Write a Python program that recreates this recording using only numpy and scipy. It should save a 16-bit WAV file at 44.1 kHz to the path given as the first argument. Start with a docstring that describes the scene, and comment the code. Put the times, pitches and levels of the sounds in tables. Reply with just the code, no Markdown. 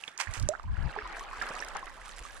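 """Calm water, a stereo microphone close to a kayak's hull, a faint wash of water in the distance.
The paddle dips in on the right: bubbles ring, a short splash, a spatter of drops, then one deep plop
as an air pocket rises. Meanwhile puffs of air knock dully on the microphone's right port, then its left.
Behind the blade the stirred water gurgles and trickles along the hull, which thuds softly now and then,
and at last the wake thins to a fine fizz."""
import sys
import numpy as np
from scipy import signal
from scipy.fft import rfft, irfft
from scipy.io import wavfile
from scipy.ndimage import uniform_filter1d

SR = 44100
rng = np.random.default_rng(int(sys.argv[2]) if len(sys.argv) > 2 else 0)


def unload_wav(signal):
    """Save mono or channel-first audio to the path in sys.argv[1] as 16-bit WAV at rate SR, clipped to [-1, 1]."""
    wavfile.write(
        sys.argv[1],
        SR,
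        np.round(np.clip(np.atleast_2d(signal).T, -1, 1) * 32767).astype(np.int16),
    )


N = 105840
TIME = np.arange(N) / SR
PORT_LAG_S = .00007   # sounds at the blade reach the left port later
# Where the stirred water lies: (time [s], left over right [dB])
WAKE_PAN = [(.75, -8), (1.15, -0.5), (1.9, -5.5)]
# Spectrum of the bubbles in the wake: (frequency [Hz], level [dB])
WAKE_COLOUR = [(170, -14), (370, -9), (800, -1), (1700, 0), (3000, -14), (5500, -22.5)]


def from_db(db):
    """Decibels to gain."""
    return 10 ** (np.asarray(db) / 20)


def rms_one(x):
    """Scale to unit rms."""
    return x / np.sqrt(np.mean(x ** 2) + 1e-20)


def decay(t, t60):
    """A fall of 60 dB every t60 seconds."""
    return np.exp(-np.log(1000) * t / t60)


def panned(pan_db):
    """Left and right gains of unit mean power; positive is left."""
    ratio = np.atleast_1d(from_db(pan_db))
    return np.array([ratio, np.ones_like(ratio)]) * np.sqrt(2 / (1 + ratio ** 2))


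def in_time(curve):
    """Read a curve of (time, value) at every sample."""
    return np.interp(TIME, *np.transpose(curve))


def at_hz(colour, hz):
    """Read a spectrum of (frequency, level), in dB."""
    f, db = np.transpose(colour)
    return np.interp(np.log(np.maximum(hz, 1)), np.log(f), db)


def filtered(x, hz, kind):
    """A gentle Butterworth filter."""
    return signal.sosfilt(signal.butter(2, hz, kind, fs=SR, output="sos"), x)


def coloured(x, colour):
    """Shape a sound by a spectrum."""
    return irfft(rfft(x) * from_db(at_hz(colour, np.arange(N // 2 + 1) * SR / N)), N)


def noise(colour):
    """Coloured noise, unrelated in the two channels; rms 1."""
    return rms_one(coloured(rng.standard_normal((2, N)), colour))


def add(out, s, sound):
    """Mix a stereo sound in at s seconds."""
    i = int(np.clip(s * SR, 0, N - 1))
    out[:, i:i + sound.shape[1]] += sound[:, :N - i]


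def left_later(x, lag_s):
    """Delay the left channel."""
    return np.array([np.interp(TIME - lag_s, TIME, x[0]), x[1]])


def bursts(rows, attack_s, t60):
    """Stereo envelope of events that rise, hold and die away."""
    power = 0
    for s, db, hold, pan in rows:
        t = TIME - s
        envelope = np.clip(t / attack_s, 0, 1) * decay(np.maximum(t - attack_s - hold, 0), t60)
        power = power + (panned(pan) * from_db(db) * envelope) ** 2
    return np.sqrt(power)


def ring(hz, t60, rise=0, onset_cycles=0.21):
    """The dying sine of a bubble or a hull mode; its pitch glides by the share `rise` per t60."""
    t = np.arange(int(t60 * SR) + 2) / SR
    phase = 2 * np.pi * hz * (t + rise * t * t / (2 * t60))
    return np.sin(phase) * decay(t, t60) * (1 - np.exp(-t * hz / onset_cycles))


def bubble_cloud(colour, cycles, rise, size_db, scatter_db, lag_s, count):
    """Many random bubbles, each with its own pitch, size, ring time and direction; rms 1."""
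    out, low, high = np.zeros((2, N)), colour[0][0], colour[-1][0]
    draws = zip(rng.random((count, 4)), rng.standard_normal((count, 3)))
    for k, ((when, pitch, climb, size), (length, side, lag)) in enumerate(draws):
        hz = low * (high / low) ** pitch
        gain = from_db(at_hz(colour, hz) + size_db * min(-np.log(1 - size), np.pi)) * hz
        wave = gain * ring(hz, cycles * np.exp(.5 * length) / hz, rise * climb)
        shift = int(abs(lag * lag_s) * SR)   # the far port hears it later
        pair = np.zeros((2, len(wave) + shift))
        pair[int(lag > 0), :len(wave)] = wave
        pair[int(lag <= 0), shift:] = wave
        add(out, (k + when) / count * TIME[-1], pair * panned(scatter_db * side))
    return rms_one(filtered(out, low, "high"))


def spatter(colour, size_db, scatter_db, per_s, t60, clump_db=2.5):
    """Random ticks of falling droplets, mostly tiny, a few large, in clumps; rms 1."""
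    hits = (rng.random(N) < per_s / SR) * from_db(size_db * np.minimum(rng.exponential(1, N), 5))
    clumps = from_db(clump_db * rms_one(uniform_filter1d(rng.standard_normal(N), size=700)))
    hits = hits * clumps * panned(scatter_db * rng.standard_normal(N))
    power = signal.lfilter([1], [1, -decay(1 / SR, t60) ** 2], hits ** 2 + 1e-18)
    ticks = coloured(np.sqrt(power) * rng.standard_normal(N), colour)
    return rms_one(filtered(ticks, colour[0][0], "high"))


def distant_water():
    """A smooth, steady wash from far off."""
    # Spectrum of the wash: (frequency [Hz], level [dB])
    colour = [(60, 5), (1300, 0.5), (3000, -4.5), (8000, -21)]
    return from_db(-67.5) * noise(colour)


def trickle():
    """Along the hull, tiny droplets tick dryly and foam bursts with brief pings."""
    # Strength of the trickle: (time [s], level [dB])
    levels = [(0, -54.5), (.15, -66.5), (.36, -50.5), (.47, -63), (.68, -72), (.85, -60.5), (1.02, -68.5),
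              (1.2, -52.5), (1.28, -59.5), (1.46, -51.5), (1.93, -60.5), (2.1, -52.5), (2.4, -55)]
    # Spectrum of droplets and foam: (frequency [Hz], level [dB])
    colour = [(1800, 2.5), (4500, -8), (7500, -5.5), (10500, -8.5), (15000, -32)]
    ticks = spatter(colour, size_db=4, scatter_db=5, per_s=900, t60=.005)
    foam = bubble_cloud(colour, cycles=20, rise=0, size_db=5.5, scatter_db=3, lag_s=.0001, count=2500)
    fizz = left_later(ticks, PORT_LAG_S / 2) + from_db(-5) * foam
    return from_db(in_time(levels)) * panned(in_time(WAKE_PAN)) * fizz


def near_bubbles():
    """Single bubbles ring out close by, around the blade."""
    # Bubbles: (time [s], pitch [Hz], level [dB], t60 [s], rise per t60 [share], left over right [dB])
    bubbles = [(.038, 2826, -24.5, 0.014, -0.52, -14), (0.079, 3460, -25, 0.011, -0.15, -10),
               (0.272, 1580, -27.5, 0.031, 1.6, -31), (.537, 1262, -29, 0.039, 1.25, -19),
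               (.551, 1290, -26.5, .022, 1.3, -41), (.597, 1120, -27, 0.013, 0.31, -32),
               (.639, 970, -38.5, 0.045, -0.3, -26), (0.678, 1027, -41.5, 0.093, -0.074, -26),
               (.963, 828, -24.5, 0.035, 0.26, -11), (0.975, 425, -36.5, 0.18, -0.062, 1),
               (.988, 1700, -20.5, 0.014, -0.05, -31), (1.055, 1020, -31, 0.047, -0.13, 10),
               (1.168, 1500, -26.5, 0.012, .3, 6), (1.177, 680, -38.5, 0.066, 0.19, 3),
               (1.209, 1080, -34.5, 0.074, 0.28, 0), (1.330, 1083, -30.5, 0.039, -0.014, -14),
               (1.414, 1615, -24, 0.034, 0.48, -20), (1.425, 1310, -25, 0.045, 0.48, -34),
               (1.564, 1210, -29, 0.038, 0.19, -11), (1.603, 5500, -30.5, 0.016, 0.34, -16),
               (1.624, 1753, -25, 0.034, 0.12, -23), (1.753, 822, -30.5, 0.088, -0.084, 4.5),
               (1.828, 1058, -32.5, 0.049, 0.042, 1), (2.251, 1120, -35.5, 0.053, 0.63, -8)]
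    out = np.zeros((2, N))
    for s, hz, db, t60, rise, pan in bubbles:
        add(out, s, panned(pan) * from_db(db) * ring(hz, t60, rise))
    return out


def splashes():
    """The blade cuts the surface on the right: a dense, sharp crackle of torn water."""
    # Throws of water: (time [s], level [dB], hold [s], left over right [dB])
    throws = [(.070, -46.5, 0.008, -7.5), (.185, -42, 0.014, -14), (.197, -29, 0.017, -14.5),
              (.336, -41.5, 0.036, -22)]
    # Spectrum of the spray: (frequency [Hz], level [dB])
    colour = [(350, -36), (870, -2.5), (2250, 1.5), (4000, -12.5), (7400, -7), (15000, -32)]
    spray = spatter(colour, size_db=2.5, scatter_db=-0.5, per_s=3000, t60=.003)
    return bursts(throws, attack_s=0.0046, t60=0.098) * spray


def hull_thuds():
    """Dead centre, the soft hull thuds in its low modes and booms faintly when a wavelet lifts it."""
    # Dull knocks: (time [s], level [dB])
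    knocks = [(0.079, -47), (.367, -45), (1.505, -36), (2.215, -46)]
    # Hull modes: (frequency [Hz], level [dB])
    modes = [(185, -3.5), (300, -3.5), (500, 2)]
    # Wavelets against the hull: (time [s], level [dB])
    bumps = [(1.027, -35), (1.383, -40), (2.204, -38)]
    out = np.zeros((2, N))
    for s, db in knocks:
        for hz, mode_db in modes:
            add(out, s, panned(0) * from_db(db + mode_db) * ring(hz, t60=0.031))
    for s, db in bumps:
        add(out, s, panned(0) * from_db(db) * ring(hz=45.5, t60=0.21))
    return out


def wake():
    """Middle-sized bubbles churn behind the blade."""
    # Strength of the churning: (time [s], level [dB])
    levels = [(.16, -56.5), (.27, -49), (.40, -46), (.47, -53), (.68, -58), (.85, -44.5), (1.13, -43),
              (1.28, -46), (1.5, -40), (1.92, -50), (2.4, -52)]
    churn = bubble_cloud(WAKE_COLOUR, cycles=25, rise=0.31, size_db=1.7,
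                         scatter_db=5.5, lag_s=0.0001, count=4400)
    return from_db(in_time(levels)) * panned(in_time(WAKE_PAN)) * churn


def water_smacks():
    """Brief, broad ticks of water: drops landing, and the smack that opens the plop."""
    # Smacks on the surface: (time [s], peak level [dB], left over right [dB])
    smacks = [(0.177, -25.5, -7), (0.214, -23, 7), (0.338, -25, -5.5), (0.398, -27.5, -4),
              (.426, -29.5, -6), (0.488, -24, -3.5), (.597, -48, -2), (0.631, -48, -6), (1.075, -41.5, 23),
              (1.422, -28.5, 15), (1.489, -34, -17), (1.552, -34.5, -22), (1.647, -34.5, -5.5),
              (1.685, -31.5, 9.5), (1.768, -30.5, 8.5)]
    band_hz = [5730 / 2 ** 0.53, 5730 * 2 ** 0.53]
    out, t = np.zeros((2, N)), TIME[:N // 100]
    for s, db, pan in smacks:
        tick = filtered(rng.standard_normal(len(t)) * decay(t, t60=0.017), band_hz, "band")
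        add(out, s, panned(pan) * from_db(db) * tick / np.abs(tick).max())
    return out


def air_on_microphone():
    """Puffs of air buffet the right port, then the left, over a faint rumble of breeze."""
    # Puffs: (time [s], level [dB], hold [s], left over right [dB])
    puffs = [(.265, -35, 0.035, -15), (.368, -35.5, 0.016, -9.5), (.405, -26, 0.04, -16),
             (.64, -35, 0.076, -1), (.69, -32, 0.049, 14), (.775, -29, 0.089, 16.5)]
    # Spectrum of the puffs: (frequency [Hz], level [dB])
    puff_colour = [(15, -10), (62, 0), (120, -9), (180, -19), (300, -35), (2000, -100)]
    # The breeze coming up: (time [s], level [dB])
    breeze_levels = [(.2, -88), (.4, -51)]
    # Spectrum of the breeze: (frequency [Hz], level [dB])
    breeze_colour = [(15, -3.5), (35, 9), (75, -18), (250, -21.5), (2000, -105)]
    eddies = noise(puff_colour)
    eddies /= np.sqrt(uniform_filter1d(eddies ** 2, size=2205, axis=1))   # level evened over 50 ms
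    breeze = from_db(in_time(breeze_levels)) * noise(breeze_colour)
    return bursts(puffs, attack_s=0.0093, t60=0.11) * eddies + breeze


def plop():
    """A large air pocket pinches off with a bright tick, rings low, climbs in pitch and bursts."""
    start_s, life_s, start_hz, rise, pan_db = .489, 0.0557, 601.4, 0.645, -10
    t = np.maximum(TIME - start_s, 0)
    age = np.minimum(t / life_s, 2)
    hz = start_hz * (1 + rise * age ** 3 / (1 + age ** 2 / 2))
    pocket = np.sin(2 * np.pi * np.cumsum(hz * (t > 0)) / SR) / (1 + age ** 10)
    deeper_ring = from_db(-23) * np.sin(2 * np.pi * 405 * t)
    out = panned(pan_db) * from_db(-21.5) * decay(t, t60=0.16) * (pocket + deeper_ring)
    pinch = from_db(2.5) * ring(hz=7020, t60=0.0015, rise=0.15, onset_cycles=1.46)
    add(out, start_s, panned(pan_db) * pinch)
    return out


def gurgles():
    """Eddies collapse in tight clusters of short-lived bubbles."""
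    # Collapses: (time [s], level [dB], hold [s], left over right [dB])
    collapses = [(.763, -48.5, 0.0078, -5), (.963, -41.5, 0.0083, -12), (1.413, -41, 0.026, 2),
                 (1.748, -39, 0.021, 0.5), (1.865, -43.5, 0.003, -5)]
    bubbles = bubble_cloud(WAKE_COLOUR, cycles=12.4, rise=0.8, size_db=4,
                           scatter_db=-2.0, lag_s=.00008, count=5000)
    return bursts(collapses, attack_s=0.0022, t60=0.1) * bubbles


def echoes(x):
    """The hull and the banks scatter back a short, dull tail."""
    tail = rng.standard_normal((2, N // 4)) * decay(TIME[:N // 4], t60=0.27)
    tail = filtered(tail / np.sqrt(np.sum(tail ** 2) / 2), 5800, "low")
    return from_db(-13) * signal.fftconvolve(x.mean(axis=0)[None], tail, axes=1)[:, :N]


def scene():
    """Close water and its echoes, the hull, air on the ports and the distant wash."""
    at_blade = left_later(near_bubbles() + splashes() + water_smacks() + plop(), PORT_LAG_S)
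    water = at_blade + gurgles() + wake() + trickle()
    return water + echoes(water) + hull_thuds() + air_on_microphone() + distant_water()


def record(dry):
    """The microphone's treble rolls off and the top is cut steeply."""
    rolloff_hz, cutoff_hz = 10740, 15800
    steep_cut = signal.ellip(10, .1, 80, cutoff_hz, fs=SR, output="sos")
    return signal.sosfilt(steep_cut, filtered(dry, rolloff_hz, "low"))


dry = scene()
out = record(dry)
unload_wav(out)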